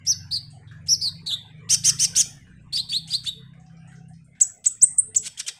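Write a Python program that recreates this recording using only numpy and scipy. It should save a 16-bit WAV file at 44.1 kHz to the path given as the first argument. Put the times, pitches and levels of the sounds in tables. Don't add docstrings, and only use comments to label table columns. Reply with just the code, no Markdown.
import sys
import numpy as np
from scipy import signal
from scipy.fft import rfft, irfft
from scipy.io import wavfile
from scipy.ndimage import uniform_filter1d

SR = 44100
rng = np.random.default_rng(int(sys.argv[2]) if len(sys.argv) > 2 else 0)


def int16_out(signal):
    q = np.round(np.clip(np.atleast_2d(signal).T, -1, 1) * 32767)
    wavfile.write(sys.argv[1], SR, q.astype(np.int16))


N = 246519
TIME = np.arange(N) / SR
BINS = np.fft.rfftfreq(N, 1 / SR)


def bird():
    # start, rise and fall in seconds,
    # first, top and last pitch in Hz, level in dB.
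    warble_rows = [(0.066, .036, .031, 5010, 6007, 3870, -17), (.309, 0.03, .021, 3975, 4820, 4290, -23.5),
                   (.350, 0.011, 0.023, 4320, 4475, 4000, -24), (0.883, .046, .025, 5060, 5770, 4160, -16),
                   (1.010, .016, .071, 4360, 4893, 3783, -22),
                   (1.261, .015, 0.046, 4050, 4256, 3020, -26.5),
                   (1.308, 0.022, 0.025, 3125, 3754, 3645, -24)]
    # start, rise and fall in seconds, top pitch in Hz, level in dB.
    rasp_rows = [(1.691, 0.042, .025, 3205, -15.5), (1.837, 0.045, .028, 3254, -15),
                 (1.987, .048, .028, 3175, -17.5), (2.151, .045, .028, 3414, -15)]
    # start, rise and fall in seconds,
    # first, top and last pitch in Hz, level in dB.
    held_rows = [(2.726, .020, 0.026, 4120, 4546, 4500, -25), (2.754, 0.0074, 0.025, 4550, 5090, 4470, -25),
                 (2.889, .022, 0.022, 4100, 4632, 4414, -30),
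                 (3.102, 0.033, 0.015, 4400, 4833, 4684, -29.5),
                 (3.257, .015, 0.014, 3530, 4492, 4065, -32)]
    # start and length in seconds,
    # first and last pitch in Hz, level in dB.
    slur_rows = [(2.765, 0.051, 3230, 4417, -24), (2.916, 0.071, 3020, 4534, -23),
                 (3.124, .045, 3150, 4888, -20.5), (3.258, .047, 3230, 3970, -25.5)]
    # start, rise and fall in seconds, first, top and last pitch in Hz, level in dB.
    peep_rows = [(4.405, 0.012, .024, 2994, 7980, 5260, -7), (4.652, .016, 0.017, 3680, 8070, 5740, -10.5),
                 (4.812, .028, 0.0085, 4700, 8795, 6820, -6.5), (4.98, .012, 0.012, 7000, 9084, 7610, -12),
                 (5.156, .012, .020, 4265, 7920, 4750, -9)]
    # start and length in seconds, first and last pitch in Hz, level in dB.
    chip_rows = [(5.255, 0.026, 1865, 3040, -31.5), (5.392, 0.02, 3618, 1430, -24),
                 (5.475, .022, 3625, 1569, -23)]
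    # start and length in seconds,
    # first and last pitch in Hz, level in dB.
    pip_rows = [(3.086, .016, 2940, 3326, -46.5), (3.246, .014, 1372, 2950, -49),
                (5.376, 0.0062, 3100, 3390, -41), (5.466, .009, 3050, 3240, -38)]
    warble_tone = [0, -17, -17.5]
    rasp_tone = [-16.5, 1.5, -5, -12, -11]
    whistle_tone = [0, -15, -16.5]
    peep_tone = [0, -16.5]
    chip_tone = [-6.5, 0.5, -1.5, -29, -10.5]

    warbles = [warble(*row) for row in warble_rows]
    song = syrinx(warbles, warble_tone, jitter=0.0059, shimmer=0.08, hiss_db=-24.0,
                  flutter_depth_hz=457, beat=0.065, settle=0.067)
    rasps = [rasp(*row) for row in rasp_rows]
    song += syrinx(rasps, rasp_tone, jitter=0.018, shimmer=0.15, hiss_db=-14, beat=0.36)
    two_voices = [held(*row) for row in held_rows] + [slur(*row) for row in slur_rows]
    song += syrinx(two_voices, whistle_tone, jitter=.025, shimmer=.12, hiss_db=-13, beat=.6, settle=.03)
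    peeps = [peep(*row) for row in peep_rows]
    song += syrinx(peeps, peep_tone, jitter=.004, shimmer=0.046, hiss_db=-43.0, settle=0.034)
    chips = [chip(*row) for row in chip_rows]
    song += syrinx(chips, chip_tone, jitter=0.036, shimmer=0.283, hiss_db=-3, beat=0.097)
    pips = [pip(*row) for row in pip_rows]
    song += syrinx(pips, whistle_tone, jitter=0.0087, shimmer=.1, hiss_db=-8.5)
    return song + hoarse_attacks()


def syrinx(notes, tone, jitter, shimmer, hiss_db, flutter_depth_hz=0, beat=0, settle=np.inf):
    flutter_hz, beat_hz = 112, 627
    out = np.zeros(N)
    shake = wander(550)
    pant = np.tanh(wander(760))
    noise = amp(hiss_db) * hiss()
    lag = 2 * np.pi * np.cumsum(beat_hz * (1 + .25 * wander(120))) / SR
    for note in notes:
        at = np.arange(int((note[0][0] - .002) * SR), int((note[-1][0] + .002) * SR))
        t = at / SR
        rough = np.exp(-(t - t[0]) / settle)
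        hz, db = (uniform_filter1d(c, size=90) for c in follow(note, t))
        flutter = flutter_depth_hz * rough * np.sin(2 * np.pi * flutter_hz * (t - t[0]))
        hz = hz * (1 + jitter * rough * shake[at]) + flutter
        phase = 2 * np.pi * np.cumsum(hz) / SR + beat * rough * np.sin(lag[at])
        voice = unit(sum(amp(d) * np.sin(k * phase) * (k * hz < SR / 2) for k, d in enumerate(tone, 1)))
        strength = unit(1 + shimmer * pant[at] - .5 * beat * rough * np.cos(lag[at]))
        sound = strength * voice + rough * noise[at]
        out[at] += amp(db) * sound * signal.windows.tukey(len(at), .08)
    return out


def warble(start, rise, fall, first_hz, top_hz, last_hz, level_db):
    sag_db_per_khz = 4
    t, hz = arch(start, rise, fall, first_hz, top_hz, last_hz, rise_bend=1.4, fall_bend=1.5)
    under_khz = (top_hz - hz) / 1000
    shape = envelope(t, attack=.008, release=.013, edge_db=-14, swell_db=5.5)
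    return np.c_[t, hz, level_db - sag_db_per_khz * under_khz + shape]


def rasp(start, rise, fall, top_hz, level_db):
    first_hz, last_hz = 2650, 2363
    scoop_hz, scoop_s = 1096, 0.0056
    t, hz = arch(start, rise, fall, first_hz, top_hz, last_hz, rise_bend=1.2, fall_bend=1.4)
    hz = hz - scoop_hz * np.exp(-(t - start) / scoop_s)
    return np.c_[t, hz, level_db + envelope(t, attack=.014, release=.012, edge_db=-19, swell_db=7)]


def held(*row):
    *contour, level_db = row
    t, hz = arch(*contour, rise_bend=2.1, fall_bend=1.4)
    return np.c_[t, hz, level_db + envelope(t, attack=.008, release=.009, edge_db=-13, swell_db=1.5)]


def slur(start, length, first_hz, last_hz, level_db, bend=1.15):
    t = np.arange(start, start + length, 1 / SR)
    hz = last_hz + (first_hz - last_hz) * np.linspace(1, 0, len(t)) ** bend
    return np.c_[t, hz, level_db + envelope(t, attack=.014, release=.014, edge_db=-20, swell_db=9)]


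def peep(*row):
    throat_hz, off_tune_db_per_khz = 7997, 8.5
    *contour, level_db = row
    t, hz = arch(*contour, rise_bend=1.3, fall_bend=1.2)
    under_khz = np.maximum(throat_hz - hz, 0) / 1000
    shape = envelope(t, attack=.005, release=.005, edge_db=-14, swell_db=-1.5)
    return np.c_[t, hz, level_db - off_tune_db_per_khz * under_khz + shape]


def chip(start, length, first_hz, last_hz, level_db):
    t = np.arange(start, start + length, 1 / SR)
    hz = last_hz + (first_hz - last_hz) * np.cos(np.linspace(0, np.pi / 2, len(t))) ** 2
    return np.c_[t, hz, level_db + envelope(t, attack=.009, release=.012, edge_db=-16, swell_db=1.5)]


def pip(start, length, first_hz, last_hz, level_db):
    return [(start, first_hz, level_db), (start + length, last_hz, level_db)]


def arch(start, rise, fall, first_hz, top_hz, last_hz, rise_bend, fall_bend):
    t = np.arange(-rise, fall, 1 / SR)
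    climb = (first_hz - top_hz) * np.maximum(-t / rise, 0) ** rise_bend
    drop = (last_hz - top_hz) * np.maximum(t / fall, 0) ** fall_bend
    return start + rise + t, top_hz + climb + drop


def envelope(t, attack, release, edge_db, swell_db):
    shut = np.maximum(1 - np.minimum((t - t[0]) / attack, (t[-1] - t) / release), 0)
    return edge_db * shut + swell_db * np.linspace(-.5, .5, len(t))


def hoarse_attacks():
    # start and length in seconds, level halfway in dB, swell from start to end in dB.
    attack_rows = [(0.05, 0.024, -46, 13.5), (0.861, 0.018, -47.5, 19), (1.26, 0.018, -44, 13),
                   (3.074, 0.083, -43.5, 2), (3.234, 0.024, -45, 11.5), (4.401, 0.0093, -34.5, 2.5),
                   (4.641, 0.026, -37, 9), (5.146, 0.014, -34.5, -5.5), (5.228, 0.054, -36, 16.5),
                   (5.375, 0.039, -39.5, 1), (5.465, 0.036, -38, 3)]
    strength = np.zeros(N)
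    for s, length, db, swell in attack_rows:
        ramp = np.clip((TIME - s) / length - .5, -.5, .5)
        strength += amp(db + swell * ramp) * gate(s, length, 0.0014)
    return strength * hiss()


def hiss():
    # frequency in Hz, relative level in dB.
    throat_colour = [(300, -36), (1000, -21), (2000, -11.5), (3200, -2), (4500, -8), (6000, -1),
                     (8200, 2.5), (11000, -9.5), (15000, -19)]
    return unit(uneven(colour(rng.standard_normal(N), throat_colour), uneven_db=6))


def room(x, wet_db):
    # delay in milliseconds, level in dB.
    echo_rows = [(1.4, -22.5), (2.9, -12.5), (5.6, -25.5), (9.4, -14)]
    # frequency in Hz, time to decay by 60 dB in seconds.
    decay_times = [(500, 0.32), (2000, 0.54), (4500, 0.35), (8000, 0.28), (14000, 0.41)]
    taps = rng.standard_normal(SR) * np.clip((TIME[:SR] - .004) / 0.011, 0, 1)
    hz, t, z = signal.stft(taps, SR, nperseg=256)
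    fade = amp(-60 * t / read(decay_times, hz)[:, None])
    tail = signal.istft(z * fade, SR, nperseg=256)[1]
    near = sum(amp(db) * np.interp(TIME - ms / 1000, TIME, x, left=0) for ms, db in echo_rows)
    diffuse = signal.fftconvolve(x, tail / np.linalg.norm(tail))[:N]
    return x + near + amp(wet_db) * uneven(diffuse, uneven_db=7)


def overload(level_db):
    burst_colour = [(30, -23.5), (80, 3.0), (400, -10), (1000, -23), (3000, -22), (8000, -34)]  # Hz, dB
    low = colour(rng.standard_normal(N), burst_colour)
    return amp(level_db) * gate(4.827, 0.024, 0.0051) * unit(low)


def noise_puffs(t60, skirt_db):
    # start in seconds, level in dB, strongest band in Hz.
    puff_rows = [(0.504, -56.5, 8300), (0.675, -57.5, 3900), (0.714, -48, 1650), (2.47, -57.5, 1602),
                 (3.536, -60, 2030), (3.699, -64, 1580), (3.918, -53, 1497), (4.352, -60.5, 2000)]
    out = np.zeros(N)
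    for s, db, hz in puff_rows + high_patches(count=8, spread_db=8.5):
        band = [(hz / 5, -40), (hz * 0.64, skirt_db), (hz, 0), (hz * 1.29, skirt_db), (12000, -36), (16000, -60)]
        ragged = unit(uneven(colour(rng.standard_normal(N), band), uneven_db=9))
        decay_db = -60 * np.maximum(TIME - s, 0) / t60
        out += amp(db + decay_db) * gate(s - .002, .4, 0.0023) * ragged
    return out


def high_patches(count, spread_db):
    start_s, end_s, middle_db, low_hz, high_hz = 3.5, 4.3, -62.5, 5250, 10030
    when, size, band = rng.random((count, 3)).T
    s = start_s + (end_s - start_s) * (np.arange(count) + when) / count
    return list(zip(s, middle_db + spread_db * (size - .5), low_hz + (high_hz - low_hz) * band))


def engine(hum_db=-5.5):
    # time in seconds, firing cycles a second in Hz.
    speed = [(0, 24.7), (.3, 23.06), (.58, 20.56), (.84, 22.94), (1.15, 23.59), (1.8, 27.44), (2.3, 28.78),
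             (2.9, 31.58), (3.7, 32.82), (5.59, 32.77)]
    harmonics = (2, 4, 5, 6, 7)
    # frequency in Hz, relative level in dB.
    hum_band = [(45, -24), (53, -21.5), (57.5, -7), (63, -17.5), (80, -14.5), (92, 1.5), (116, -5),
                (138, -1), (166, 0), (198, -16.5), (235, -24.5)]
    # time in seconds, relative level in dB.
    hum_level = [(0.0, -52), (0.22, -42.5), (0.42, -46), (1.16, -42.5), (1.31, -52), (1.93, -39),
                 (2.43, -50.5), (2.58, -45.5), (4.14, -43.5), (4.52, -61), (4.75, -65), (4.92, -58.5),
                 (5.286, -55), (5.318, -62), (5.59, -69)]
    # frequency in Hz, relative level in dB.
    wall_colour = [(25, -9), (42, -13.5), (60, -5), (75, -4.5), (100, 4.5), (160, -4), (205, -8), (240, -6),
                   (310, -18), (450, -31), (900, -59), (5000, -85.5)]
    # time in seconds, level in dB.
    rumble_level = [(0, -55), (.9, -53.5), (1.5, -54.5), (2.1, -50), (2.8, -52.5), (3.6, -56.5),
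                    (4.1, -56.5), (4.55, -63), (5.2, -53.5), (5.59, -73)]
    hz = follow(speed, TIME)[0]
    turns = np.cumsum(hz * (1 + 0.0043 * wander(5.2))) / SR
    hum = np.zeros(N)
    for k in harmonics:
        strength = amp(read(hum_band, k * hz) + 2.8 * wander(4))
        hum += strength * np.sqrt(2) * np.sin(2 * np.pi * (k * turns + rng.random()))
    rumble = unit(colour(rng.standard_normal(N), wall_colour))
    return amp(hum_db + follow(hum_level, TIME)[0]) * hum + amp(follow(rumble_level, TIME)[0]) * rumble


def air():
    # frequency in Hz, relative level in dB.
    air_colour = [(100, -26), (300, -14.5), (440, -1), (580, -6), (730, -0.5), (900, -7.5), (1200, -7.5),
                  (1600, -1), (2200, -2), (3000, -11), (4500, -30.5), (9000, -20.5), (12000, -59.5)]
    # time in seconds, level in dB.
    air_level = [(0, -58.5), (.8, -63), (1.6, -58), (2.1, -50), (2.6, -61), (3.3, -69.5), (3.9, -62),
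                 (4.25, -75), (4.45, -56), (4.6, -68), (5.59, -62.5)]
    # start and length in seconds, pitch in Hz, mean level in dB.
    far_tone_rows = [(1.235, .035, 1850, -56), (3.34, .1, 445, -58), (3.55, .6, 745, -66),
                     (5.03, .22, 435, -60)]
    far_tones = np.zeros(N)
    for s, length, hz, db in far_tone_rows:
        tone = np.sin(2 * np.pi * np.cumsum(hz * (1 + .025 * wander(90))) / SR)
        far_tones += amp(db + 4 * wander(25)) * gate(s, length, .02) * tone
    return amp(follow(air_level, TIME)[0]) * patchy(air_colour, patchy_db=10.5) + far_tones


def patchy(spectrum, patchy_db):
    hz, t, z = signal.stft(rng.standard_normal(N), SR, nperseg=1024, noverlap=768)
    across_bands = uniform_filter1d(rng.standard_normal(z.shape), size=6, axis=0)
    patches = unit(uniform_filter1d(across_bands, size=14, axis=1))
    z = z * amp(read(spectrum, hz)[:, None] + patchy_db * np.minimum(patches, 2))
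    return unit(signal.istft(z, SR, nperseg=1024, noverlap=768)[1][:N])


def uneven(x, uneven_db):
    hz = np.arange(0, SR / 2, 170)
    return colour(x, np.transpose([hz, uneven_db * np.tanh(rng.standard_normal(len(hz)))]))


def wander(hz):
    return unit(irfft(rfft(rng.standard_normal(N)) / (1 + (BINS / hz) ** 4), N))


def gate(start, length, edge):
    return np.clip(np.minimum(TIME - start, start + length - TIME) / edge, 0, 1)


def colour(x, points):
    return irfft(rfft(x) * amp(read(points, BINS)), N)


def read(points, hz):
    f, value = np.transpose(points)
    return np.interp(np.log(hz + 1), np.log(f + 1), value)


def follow(rows, t):
    s, *columns = np.transpose(rows)
    return [np.interp(t, s, c) for c in columns]


def amp(db):
    return 10 ** (np.asarray(db) / 20)


def unit(x):
    return x / np.sqrt(np.mean(x ** 2) + 1e-20)


def scene():
    near = room(bird(), wet_db=-15.5) + overload(level_db=-38.0)
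    return (near + noise_puffs(t60=0.36, skirt_db=-21.0) + engine() + air())[None]


def record(dry):
    # frequency in Hz, gain in dB.
    response = [(20, 0.5), (9100, 0), (9900, -13), (10600, -3.5), (11400, -5), (12300, -23), (13200, -14),
                (14200, -16.5), (15400, -14.5), (16000, -20)]
    edge_hz = 15700
    heard = colour(dry[0], response)
    low_pass = signal.firwin(511, edge_hz, window=("kaiser", 9), fs=SR)
    return signal.oaconvolve(heard, low_pass, "same")[None]


dry = scene()
out = record(dry)
int16_out(out)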